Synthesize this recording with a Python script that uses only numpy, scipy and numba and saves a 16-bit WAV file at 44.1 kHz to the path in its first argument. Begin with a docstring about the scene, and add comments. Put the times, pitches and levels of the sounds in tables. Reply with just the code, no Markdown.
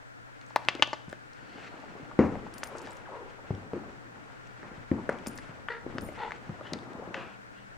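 """First a quiet living room with a faint hum, then sharp hollow clicks: a puppy romps on a fabric sofa,
close to a small stereo camera. Cavity tones make the clicks, ringing modes the thumped cushions and the
collar tag. Jittered pulses and breath make two hoarse yips, whines and huffs; filtered noise rustles as
cloth and fur. The room answers with dense reflections, and low rumble comes from handling the camera."""
import sys
import numpy as np
from scipy import signal
from scipy.fft import rfft, irfft
from scipy.io import wavfile
from scipy.ndimage import uniform_filter1d
from numba import njit

SR = 44100
rng = np.random.default_rng(int(sys.argv[2]) if len(sys.argv) > 2 else 0)


def unload_audio(sound):
    """Save the sound as a 16-bit wav file, at the path given as the first command line argument."""
    columns = np.transpose(np.atleast_2d(sound))
    # keep every value between -1 and 1, then stretch to whole-number steps
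    steps = np.round(np.clip(columns, -1, 1) * 32767)
    wavfile.write(sys.argv[1], SR, steps.astype(np.int16))


def how_loud(loudness_db):
    """Turn decibels into a plain amplitude multiplier (0 dB gives 1, 20 dB gives 10)."""
    steps = np.asarray(loudness_db, float) / 20
    return 10 ** steps


N = 342657
T = np.arange(N) / SR
LEFT_DB = 3  # left port over right port for most sounds

# sharp clicks: t/s, peak level/dB, low cavity f/Hz, high cavity f/Hz, high over low/dB,
# swell of the high cavity t/ms, crack/dB, echo offset/dB
CLICKS = [(0.507, -37.5, 784, 1702, -10, 0.98, -22, -6), (0.5608, -8.5, 824, 1740, -8.5, 1.34, -6.5, -2.5),
          (0.6863, 0.5, 735, 2714, 7.5, 0.44, 0.5, -3.5), (0.751, -30.5, 350, 2710, -11, 1.6, -20, 7.5),
          (0.796, -27, 377, 2140, -4, 1.5, -6.5, 3), (0.824, 0, 990, 2920, 13, 0.77, 9, 2.5),
          (0.876, -33, 575, 3100, -12, 0.84, -10, 2), (0.9317, -16.5, 762, 1810, -23, 0.64, -2.5, 7.5),
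          (1.129, -24, 493, 1620, 0, 0.96, -4.5, -5), (2.114, -34.5, 1000, 1650, -27, 0.9, -24, 4),
          (2.355, -26, 586, 1957, -11, 0.75, -29, -5), (2.466, -32.5, 686, 1068, -4, 1.2, -22, -10),
          (2.633, -19.5, 860, 1720, 1, 0.5, -5, -1), (2.751, -31, 524, 1300, -3, 2.2, -21, 1),
          (2.872, -31, 606, 1680, -5, 1.6, -2, -1.5), (3.5069, -27.5, 604, 1090, -16.5, 0.8, -30, -12),
          (4.915, -22.5, 616, 1900, -3, 0.62, -26, -8), (5.092, -12.5, 455, 1570, -3, 1.28, -18, -8),
          (5.263, -29, 706, 1330, -1.5, 0.59, -4.5, 5), (5.387, -31, 1300, 1720, 5.5, 0.7, -1, 3),
          (5.686, -18.5, 1400, 3000, -9.5, 0.6, -21, 4), (5.865, -38, 682, 1000, -13, 0.91, -22, -10),
          (5.984, -18, 473, 1500, 2.5, 0.43, -8.5, -10), (6.088, -30, 493, 2090, -7.5, 1.4, -24, 0),
          (6.308, -28, 1100, 1660, 6, 0.72, -20, -14), (6.32, -21, 900, 2080, 5.5, 0.69, -5, -4),
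          (6.61, -30.5, 503, 1305, -2, 2.1, -17, 1), (6.735, -19.5, 440, 3670, 1, 0.79, 2.5, -8),
          (7.144, -18.5, 1690, 2550, -3, 0.8, -6.5, -3)]
# echoes off nearby surfaces: delay t/s, level/dB before each click's offset
CLICK_ECHOES = [(.0034, -10.5), (.0068, -17), (0.0114, -23)]
# faint thin ticks: t/s, peak level/dB, f/Hz
TICKS = [(0.413, -39.5, 2920), (0.4645, -46, 6500), (0.56, -22, 10700), (0.561, -24, 15000),
         (0.65, -37.5, 3056), (0.751, -28.5, 3700), (0.8734, -32.5, 3200), (1.0983, -45, 3220),
         (1.3335, -43.5, 4930), (1.801, -48, 3220), (3.5497, -39, 3270), (4.472, -48, 5586),
         (5.094, -34.5, 9500), (5.127, -39, 2200), (5.187, -37, 1900), (5.985, -41.5, 3300),
         (6.308, -40, 5140), (6.7336, -22.5, 4800), (6.788, -39.5, 3300), (6.9326, -43.5, 3400)]
# spells of fur crackling over the cloth: from t/s, to t/s, mean peak level/dB, middle f/Hz
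CRACKLES = [(0.484, 0.51, -54, 6500), (1.091, 1.133, -50, 6040), (2.762, 2.793, -51, 6030),
            (2.85, 2.935, -49, 5200)]
# blows on the cushions: t/s, peak level/dB, nominal push f/Hz, slap/dB, nominal t60/s
THUMPS = [(1.081, -32, 118.3, -19, 0.15), (1.953, -35, 428, -23.5, 0.41), (2.029, -35.5, 89, -29, 0.16),
          (2.191, -5, 260, -23.5, 0.24), (2.203, -20, 197, -35, 0.18), (3.506, -18.5, 100, -32, 0.24),
          (3.734, -19.5, 320, -27, 0.29), (4.63, -31, 246, -7, 0.61), (4.716, -35, 168, -22, 0.34),
          (4.779, -35.5, 91, -25, 0.23), (4.915, -13, 193, -35, 0.19), (4.927, -25, 190, -37.5, 0.094),
          (5.096, -18, 316, -10, 0.28), (5.272, -24.5, 203.5, -16.5, 0.072), (5.493, -35, 122, -14.5, 0.36),
          (5.864, -27.5, 260, -28, 0.14), (5.9, -34, 228, -20, 0.14), (5.926, -34, 260, -15, 0.16),
          (5.951, -28, 170, -22, 0.076), (5.959, -29, 147, -26, 0.14), (6.021, -31, 150, -23, 0.11),
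          (6.03, -29.5, 146, -23, 0.095), (6.493, -25.5, 108, -25.5, 0.16),
          (6.723, -26.5, 233, -22.5, 0.26), (7.147, -26, 430, -8, 0.52)]
# modes of the sofa: f/Hz, level/dB, share of the blow's t60
SOFA_MODES = [(96.1, 2, 1.33), (150, -13, 1.3), (207.5, -5, 0.91), (233, -1.5, 1.22), (260, -7.5, 1.04),
              (295.6, -7.5, 1.53), (350, -5, 1.06), (400, -9, 0.75), (418, 8, 0.25), (526, 5.5, 0.59),
              (697, -6.5, 0.79)]
# collar tag strikes, hard on the ring or soft on fur: t/s, peak level/dB, tick/dB
TAG_STRIKES = [(2.539, -34.5, 2.5), (2.581, -32.5, 2.5), (2.636, -24.5, 5.5), (2.671, -35, 0),
               (2.783, -35.5, 10), (2.8164, -40, 3), (2.928, -50, -11), (2.9684, -44, 9),
               (5.269, -26.5, 1.5), (5.283, -34, 18), (5.3554, -40, -21), (5.3762, -33, 10),
               (5.9439, -52, -2), (6.0097, -37, -3), (6.0336, -41, -27), (6.062, -45, -20),
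               (6.095, -51, -17)]
# modes of the metal disc: f/Hz, level/dB, undamped t60/s
TAG_MODES = [(5350, -16, .25), (6390, -16, .15), (7420, -11, .35), (9570, 0, .3), (9625, -2, .5),
             (10200, -12, .15), (13640, -5.5, .35)]
# yips: start t/s, attack t/s, hold t/s, level/dB, pitch f/Hz, mouth f/Hz, mouth level/dB
YIPS = [(5.687, 0.019, 0.016, -32, 463.8, 1693, 0.5), (6.17, 0.023, 0.05, -33, 449.7, 870, 0.5)]
# throat resonances: f/Hz, nominal width/Hz, level/dB
THROAT = [(480, 160, -2), (940, 220, -6), (1400, 450, -5), (1850, 350, -5), (2750, 450, -11),
          (3400, 500, -13), (4200, 600, -17)]
# breathy whines and huffs: start t/s, loudest t/s, end t/s, level/dB, resonance from f/Hz, to f/Hz
HUFFS = [(1.352, 1.578, 2.1, -61, 2750, 2670), (2.662, 2.757, 3.13, -46.5, 1490, 452),
         (3.053, 3.142, 3.34, -42.5, 1860, 503), (6.63, 6.67, 6.75, -48, 1800, 1830),
         (7.143, 7.157, 7.36, -43.5, 1960, 1480), (7.529, 7.584, 7.68, -57, 1410, 1680)]
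# how much the puppy moves on the cloth: t/s, creak and cloth drive/dB, fur hiss drive/dB
MOVING = [(0.0, -62, -67), (0.55, -59.5, -59), (0.72, -53.5, -52.5), (0.931, -57.5, -69), (1.101, -62, -63),
          (1.362, -59, -58.5), (1.62, -51.5, -52.5), (2.25, -54, -58), (2.6, -52.5, -54), (2.9, -51, -52.5),
          (3.02, -56, -57), (3.46, -54.5, -58), (3.76, -54, -60.5), (4.52, -57, -58), (5.15, -56, -57.5),
          (5.558, -55, -56), (5.76, -57.5, -71), (5.91, -52, -55), (6.1, -53, -56), (6.22, -50, -51),
          (6.47, -54.5, -56.5), (7.08, -49, -61), (7.33, -58.5, -64.5), (7.77, -59.5, -63.5)]
# creak, cloth and fur hiss in turn: level at rest/dB, dB per dB of movement, drive column of MOVING
RANGES = [(-62, 1.2, 0), (-63, 1.2, 0), (-61, 1.05, 1)]
# cloth settling after a blow, for the same three ranges: level/dB under the blow's peak
SETTLE_DB = [-25.5, -33, -65]
# what the cushion passes in those ranges: points of (f/Hz, level/dB), share unlike left and right
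CUSHION = [([(50, 11), (110, 3), (250, 6), (450, -1), (900, -44.5)], 0.3), ([(250, -44), (480, 5),
           (800, 6.5), (1300, 0.5), (2600, -46)], 0.3), ([(800, -37), (1400, -1), (2100, -2.5), (2800, -6),
           (3800, -14.5), (8000, -24), (12000, -53)], 0.46)]
# short low cushion creaks under shifting weight: t/s, peak level/dB, f/Hz
CREAKS = [(1.839, -35.5, 870), (1.998, -40, 365), (6.758, -33, 453), (6.83, -40, 370), (6.874, -40, 285),
          (6.904, -40, 365), (6.917, -39, 358), (6.95, -35, 236), (6.972, -44, 400), (6.997, -33, 464),
          (7.023, -32.5, 500), (7.075, -35, 384), (7.107, -36, 337), (7.178, -36, 350)]
# spells of small creaks while weight shifts: from t/s, to t/s, mean peak level/dB, middle f/Hz
CREAKING = [(1.444, 2.1, -46.5, 316)]
# how fast the room dies away: f/Hz, t60/s
ROOM_T60 = [(100, 0.49), (500, 0.54), (2000, 0.32), (8000, 0.64)]
# spectrum shape of the room noise: f/Hz, relative level/dB
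AIR = [(15, -45), (25, -48), (87, -22.5), (123, -3), (175, -36), (293, -13.5), (335, -26), (1130, -17.5),
       (1230, -19), (1370, -9), (1790, -11.5), (1940, -14.5), (2990, -23.5), (7710, -27.5), (16000, -29)]
# mains hum: f/Hz, rms level/dB
HUM = [(120, -64.5)]
# low drone that sets in: t/s, peak level/dB, f/Hz
DRONE = [(6.699, -83, 196.4), (7.2, -57, 197.2), (7.77, -66, 198.5)]
# rumble from handling the camera: t/s, level/dB midway between the port gains
RUMBLE = [(0.0, -71), (1.9, -72.5), (2.15, -65), (2.36, -52), (2.52, -67), (3.4, -65), (3.7, -69),
          (4.35, -71), (5.13, -61), (5.3, -62.5), (5.82, -64), (6.05, -52), (6.25, -64), (7.25, -74),
          (7.77, -65)]
# response of the camera's microphones: f/Hz, level/dB
MIC = [(30, 6), (8000, -3.5), (10500, -11.5), (12000, -26), (13500, -13), (15500, -11.5)]


def clicks():
    """Two small cavities pop over a crack of noise, close surfaces repeat it; short noise bands tick."""
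    low_swell = 1.26  # the larger cavity swells this many times slower
    port_lag_s = .00002  # the clicks lie left of the camera
    crack_spectrum = [(300, -4.5), (1000, 1.5), (2200, 7), (5000, 0.0), (7000, -8), (9000, -32.0),
                      (12000, -11.0), (16000, -35.0)]
    out = np.zeros((2, N))
    for s, db, low_hz, high_hz, bright_db, swell_ms, crack_db, echo_db in CLICKS:
        low = burst(low_hz, low_swell * swell_ms / 1000, 0.6, .04)
        high = burst(high_hz, swell_ms / 1000, 0.013, .04)
        crack = unit(colour(rng.standard_normal(len(low)), crack_spectrum))
        crack_shape = fade(0.005, 0.00015, .04) + how_loud(-10.5) * fade(0.038, 0.0026, .04)
        pop = low + how_loud(bright_db) * high + how_loud(crack_db) * crack * crack_shape
        echoes = sum(how_loud(e_db + echo_db) * np.roll(pop, int(lag * SR)) for lag, e_db in CLICK_ECHOES)
        add(out, s - .0006, pop + echoes, db, 4, port_lag_s)
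    crackle = spells(CRACKLES, gap_s=.0025, uneven=1.0, spread_db=4, spread_pitch=0.53)
    for s, db, hz in list(TICKS) + crackle:
        tick = band(rng.standard_normal(800), hz, 1500) * fade(0.0079, 0.00045, 1)[:800]
        add(out, s, tick, db, 4.5)
    return out


def burst(hz, peak_s, glide, length):
    """A cavity tone swells to its peak and is choked off; its pitch rises as the cavity changes."""
    u = np.arange(int(length * SR)) / SR / peak_s
    cycles = hz * peak_s * (u + glide * (u * u / 4 - u / 2))
    return u ** 2 * np.exp(2 - 2 * u) * np.sin(2 * np.pi * cycles)


def thumps():
    """A one-cycle push and a slap, then the frame and cushions of the sofa ring on."""
    wobble_db, wobble_rad = 4, .9  # loose padding shakes each mode in level and phase
    ringing_db = -8  # frame against the push
    cloth_spectrum = [(300, 4.0), (900, 9), (2300, 1.0), (3300, -19.0), (7000, -21.5), (10000, -72)]
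    out = np.zeros((2, N))
    for s, db, hz, slap_db, t60 in THUMPS:
        push = ring(1.29 * hz, 3 / hz, 0.04 / hz, 0, .6)
        body = np.zeros(len(push))
        for mode_hz, mode_db, share in SOFA_MODES:
            a, b = rng.standard_normal(2)
            shake = walk(89.4, len(push))
            # a push drives the modes near its own nominal pitch hardest
            drive_db = mode_db - 7.1 * abs(np.log2(mode_hz / hz)) + a
            phase = 3 * b + wobble_rad * shake[::-1]
            mode = ring(mode_hz * (1 + 0.017 * b), t60 * share, 0.00088, phase, .6)
            body += how_loud(drive_db + wobble_db * shake) * mode
        cloth = unit(colour(rng.standard_normal(len(push)), cloth_spectrum))
        # the slap is a short smack with a dense tail from the padding
        slap = cloth * (3 * fade(0.012, 0.000076, .6) + how_loud(-1.0) * fade(1.24 * t60, 0.0095, .6))
        body = how_loud(ringing_db) * body / np.max(np.abs(body))
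        add(out, s, push / np.max(push) + body + how_loud(slap_db) * slap, db, LEFT_DB)
    return out


def tag():
    """Each strike ticks and rings the small metal disc, which flickers as it turns."""
    turn_db = 4
    fur_damping, damping_per_db = 0.28, .016  # share of t60 left; hard strikes are choked sooner
    out = np.zeros((2, N))
    n = SR // 2
    for s, db, tick_db in TAG_STRIKES:
        left = max(fur_damping - damping_per_db * tick_db, .1)
        rings = np.zeros(n)
        for hz, mode_db, t60 in TAG_MODES:
            a, b = rng.standard_normal(2)
            mode = ring(hz * (1 + 0.00168 * a), t60 * left, 0.00012, 3 * b, 1)[:n]
            rings += how_loud(mode_db + 1.1 * a + turn_db * walk(155, n)) * mode
        noise = band(band(rng.standard_normal(n), 5500, 3100), 6400, 7500)
        tick = unit(noise) * fade(0.018, 0.000077, 1)[:n]
        add(out, s, rings + how_loud(tick_db) * tick, db, 6)
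    return out


def voice():
    """The puppy's yips, whines and huffs, a little left of the camera."""
    out = np.zeros(N)
    yips(out)
    huffs(out)
    return lean_left(out)


def yips(out):
    """Jittered pulses with breath gated by each cycle pass through throat and mouth."""
    jitter, shimmer_db, breathiness = .14, 7, 2.3  # pitch scatter, level scatter, breath per roughness
    rough_held, rough_edge = .45, .15  # rougher where the voice starts and fades
    flutter_hz, flutter_db, t60 = 65, 3.5, 0.18  # the hoarse voice throbs
    t = np.arange(int(.2 * SR)) / SR
    for s, attack, hold, db, hz, mouth_hz, mouth_db in YIPS:
        shape = np.clip(t / attack, 0, 1) ** 2 * how_loud(-60 * np.maximum(t - attack - hold, 0) / t60)
        rough = rough_held + rough_edge * (1 - shape)
        phase = np.cumsum(hz * (1 + jitter * rough * walk(309, len(t)))) / SR
        pulses = np.diff(np.exp(10.3 * np.cos(2 * np.pi * phase)), prepend=0)
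        pulses = pulses * how_loud(shimmer_db * rough * walk(79.0, len(t)))
        breath = rng.standard_normal(len(t)) * (0.7 + np.cos(np.pi * phase) ** 2)
        source = unit(pulses) + breathiness * rough * unit(breath)
        tract = how_loud(mouth_db) * band(band(source, mouth_hz, 180), mouth_hz, 400)
        for f, width, throat_db in THROAT:
            tract += how_loud(throat_db) * band(band(source, f, 0.97 * width), f, 0.93 * width)
        level = how_loud(db + flutter_db * np.sin(2 * np.pi * flutter_hz * t))
        start = int(s * SR)
        out[start:start + len(t)] += level * shape * unit(tract)


def huffs(out):
    """Breath through a moving resonance: a whine whistles in a narrow throat, a huff leaves an open mouth."""
    whistle_per_octave, open_width_hz, sharpness = .62, 800, 2.8  # sharpness: centre over width
    glide_s, overtone_db, wander_share = .065, -2, .18  # wander: share of pitch once at rest
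    start_db, end_db = -9, -18  # against the loudest moment
    for s, loud_s, end_s, db, from_hz, to_hz in HUFFS:
        i = np.arange(int(s * SR), int(end_s * SR))
        n = len(i)
        # the resonance slides to its resting place, whistling while it is still far above
        hz = to_hz + (from_hz - to_hz) * np.clip(1 - (i / SR - s) / glide_s, 0, 1) ** 2
        share = np.clip(whistle_per_octave * np.log2(hz / to_hz), 0, .9)
        if from_hz > 2 * to_hz:
            width, above, wander = to_hz / sharpness, 1.9, wander_share
        else:
            width, above, wander = open_width_hz, 1.6, wander_share / 3
        hz = hz * (1 + wander * np.tanh(walk(32.4, n)) * (1 - share) ** 2)
        breath = rng.standard_normal(n) * how_loud(walk(83.0, n))
        lower = unit(band(band(breath, hz, width), hz, 2 * width))
        upper = unit(band(band(breath, above * hz, 2 * width), above * hz, 400))
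        tract = lower + how_loud(overtone_db) * upper
        whistle = np.sqrt(2) * np.sin(2 * np.pi * np.cumsum(hz * (1 + 0.023 * walk(225, n))) / SR)
        shape_db = np.interp(i / SR, [s, loud_s, end_s], [start_db, 0, end_db])
        out[i] += how_loud(db + shape_db) * (np.sqrt(1 - share) * unit(tract) + np.sqrt(share) * whistle)


def rustle():
    """Paws and fur slide on cloth in uneven grains, the cloth settles after blows, the cushion creaks."""
    moving_rest_db, flicker_db, flicker_rate = -59.5, 2.2, 60  # rate in steps per second
    settle_rise_s, settle_t60_s = 0.021, 0.78
    s, *drives = np.transpose(MOVING)
    moving_db = [np.interp(T, s, db) - moving_rest_db for db in drives]
    settling = np.zeros(N)
    for s, db, *_ in THUMPS:
        start = int(s * SR)
        tail = how_loud(db) * fade(settle_t60_s, settle_rise_s, 0.73)[:N - start]
        settling[start:start + len(tail)] += tail
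    slips = rng.standard_normal(N) * how_loud(np.minimum(2.18 * rng.exponential(size=N), 14))
    cloth = np.zeros((2, N))
    for (rest_db, slope, column), settle_db, (points, side) in zip(RANGES, SETTLE_DB, CUSHION):
        mid = unit(colour(slips, points) * how_loud(flicker_db * walk(flicker_rate, N)))
        wide = unit(colour(rng.standard_normal(N), points))
        gain = np.hypot(how_loud(rest_db + slope * moving_db[column]), how_loud(settle_db) * settling)
        cloth += gain * (mid + side * wide * np.array([[1], [-1]]))
    out = lean_left(cloth)
    small_creaks = spells(CREAKING, gap_s=.05, uneven=0.28, spread_db=3.7, spread_pitch=0.11)
    for s, db, hz in list(CREAKS) + small_creaks:
        creak = ring(hz / 2, 2.2 / hz, 0.00029, 0, .05) - ring(hz, 7.6 / hz, 0.00042, 0, .05)
        add(out, s, creak, db, LEFT_DB)
    return out


def room(x):
    """Dense reflections, each octave dying at its own rate, mostly alike at the two close ports."""
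    t = np.arange(int(.8 * SR)) / SR
    tail = np.zeros((2, len(t)))
    for hz in 63 * 2. ** np.arange(8):
        mid, side = (band(rng.standard_normal(len(t)), hz, 0.97 * hz) for _ in range(2))
        decay = np.exp(-np.log(1000) * t / table(hz, ROOM_T60))
        tail += (mid + 0.36 * side * np.array([[1], [-1]])) * decay
    tail *= np.clip((t - .004) / 0.0034, 0, 1)  # nothing returns in the first 4 ms
    tail = lean_left(tail / np.sqrt(np.sum(tail ** 2) / 2))
    return signal.fftconvolve(x.mean(axis=0)[None], tail, axes=1)[:, :N]


def air():
    """Steady room noise, a wavering mains hum and a low drone of gliding pitch."""
    mid, side = (unit(colour(rng.standard_normal(N), AIR)) for _ in range(2))
    side = colour(side, [(30, 20), (120, 16.0), (500, 19.8), (2000, 8.0), (10000, 0.5)])
    noise = how_loud(-60) * (mid + side * np.array([[1], [-1]]))
    hum = np.zeros(N)
    for hz, db in HUM:
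        hum += how_loud(db + 2.8 * walk(5.5, N)) * np.sqrt(2) * np.sin(2 * np.pi * hz * T)
    s, db, hz = np.transpose(DRONE)
    drone = np.sin(2 * np.pi * np.cumsum(np.interp(T, s, hz)) / SR)
    drone = drone * how_loud(np.interp(T, s, db) + 2.9 * walk(37, N))
    return lean_left(noise + hum + drone)


def handling():
    """Low noise rumbles in the camera's two ports, partly in opposition."""
    spectrum = [(12, -16), (25, -4.5), (60, -16.5), (100, -8), (200, -61)]
    rumble = unit(colour(rng.standard_normal((2, N)), spectrum))
    rumble[1] -= 0.39 * rumble[0]
    return rumble * how_loud(np.interp(T, *np.transpose(RUMBLE)) + np.array([[3], [-3]]))


def table(hz, points):
    """Read (f/Hz, value) points on a log-frequency axis."""
    p = np.array(points, float)
    return np.interp(np.log(np.maximum(hz, 1)), np.log(p[:, 0]), p[:, 1])


def colour(x, points):
    """Filter by a (f/Hz, level/dB) spectrum."""
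    n = x.shape[-1]
    return irfft(rfft(x) * how_loud(table(np.fft.rfftfreq(n, 1 / SR), points)), n)


def unit(x):
    """Scale to rms 1."""
    return x / np.sqrt(np.mean(x ** 2))


def ring(hz, t60, rise, phase, length):
    """One decaying mode with a soft start."""
    t = np.arange(int(length * SR)) / SR
    shape = (1 - np.exp(-t / max(rise, 1e-5))) * np.exp(-np.log(1000) * t / max(t60, 1e-3))
    return shape * np.sin(2 * np.pi * hz * t + phase)


def fade(t60, rise, length):
    """The envelope of a mode alone, without its tone."""
    return ring(0, t60, rise, np.pi / 2, length)


def spells(rows, gap_s, uneven, spread_db, spread_pitch):
    """Scatter small events over each spell in time, level and pitch."""
    events = []
    for start, end, db, hz in rows:
        a, b, c = rng.standard_normal((40, 3)).T
        times = start + gap_s * (np.arange(40) + uneven * a)
        drawn = zip(times, db + spread_db * b, hz * np.exp(spread_pitch * c))
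        events += [event for event in drawn if event[0] < end]
    return events


def lean_left(x):
    """Weight a sound towards the left port by LEFT_DB."""
    return x * how_loud(np.array([[LEFT_DB], [-LEFT_DB]]) / 2)


def add(out, s, x, db, pan_db, lag_s=0.):
    """Place a sound with its peak level and side; it may reach the right port a little late."""
    i = int(s * SR)
    x = x[:N - i] / np.max(np.abs(x))
    ports = np.array([x, np.roll(x, round(lag_s * SR))])
    out[:, i:i + len(x)] += ports * how_loud(db + np.array([[pan_db], [-pan_db]]) / 2)


@njit
def svf(x, hz, width):
    """Band-pass with a moving centre, gain 1 there."""
    y, b, l = np.empty(len(x)), 0., 0.
    for i in range(len(x)):
        g, k = np.tan(np.pi * hz[i] / SR), width / hz[i]
        v = (b + g * (x[i] - l)) / (1 + g * (g + k))
        b, l, y[i] = 2 * v - b, l + 2 * g * v, k * v
    return y


def band(x, hz, width):
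    """Band-pass at a fixed or moving centre."""
    return svf(x, hz + np.zeros(len(x)), 1. * width)


def walk(rate, n):
    """Slow smooth chance of spread near 1, with rate new values per second."""
    k = max(int(SR / rate), 2)
    steps = np.repeat(rng.standard_normal(n // k + 1), k)
    return 1.38 * uniform_filter1d(uniform_filter1d(steps, k), k)[:n]


def scene():
    """Near sounds, their echo in the room, and the background."""
    sharp, dull, pup = clicks() + tag(), thumps(), voice()
    wet = room(how_loud(-18.5) * sharp + how_loud(-13) * dull + how_loud(-9) * pup)
    return sharp + dull + pup + wet + rustle() + air()


def band_limit(x):
    """A steep low-pass at the top of the band."""
    return signal.sosfilt(signal.butter(12, 16670, fs=SR, output="sos"), x)


def record(dry):
    """The camera thins the bass, rumbles, dips near 12 kHz, rounds the loudest peaks and cuts the top."""
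    full_scale = 1.1
    thin = signal.sosfilt(signal.butter(2, 128, "high", fs=SR, output="sos"), dry)
    heard = colour(thin + handling(), MIC)
    rounded = full_scale * np.tanh(heard / full_scale)
    mix = signal.sosfilt(signal.ellip(8, .2, 70, 16300, fs=SR, output="sos"), rounded)
    return band_limit(mix)


dry = scene()
out = record(dry)
unload_audio(out)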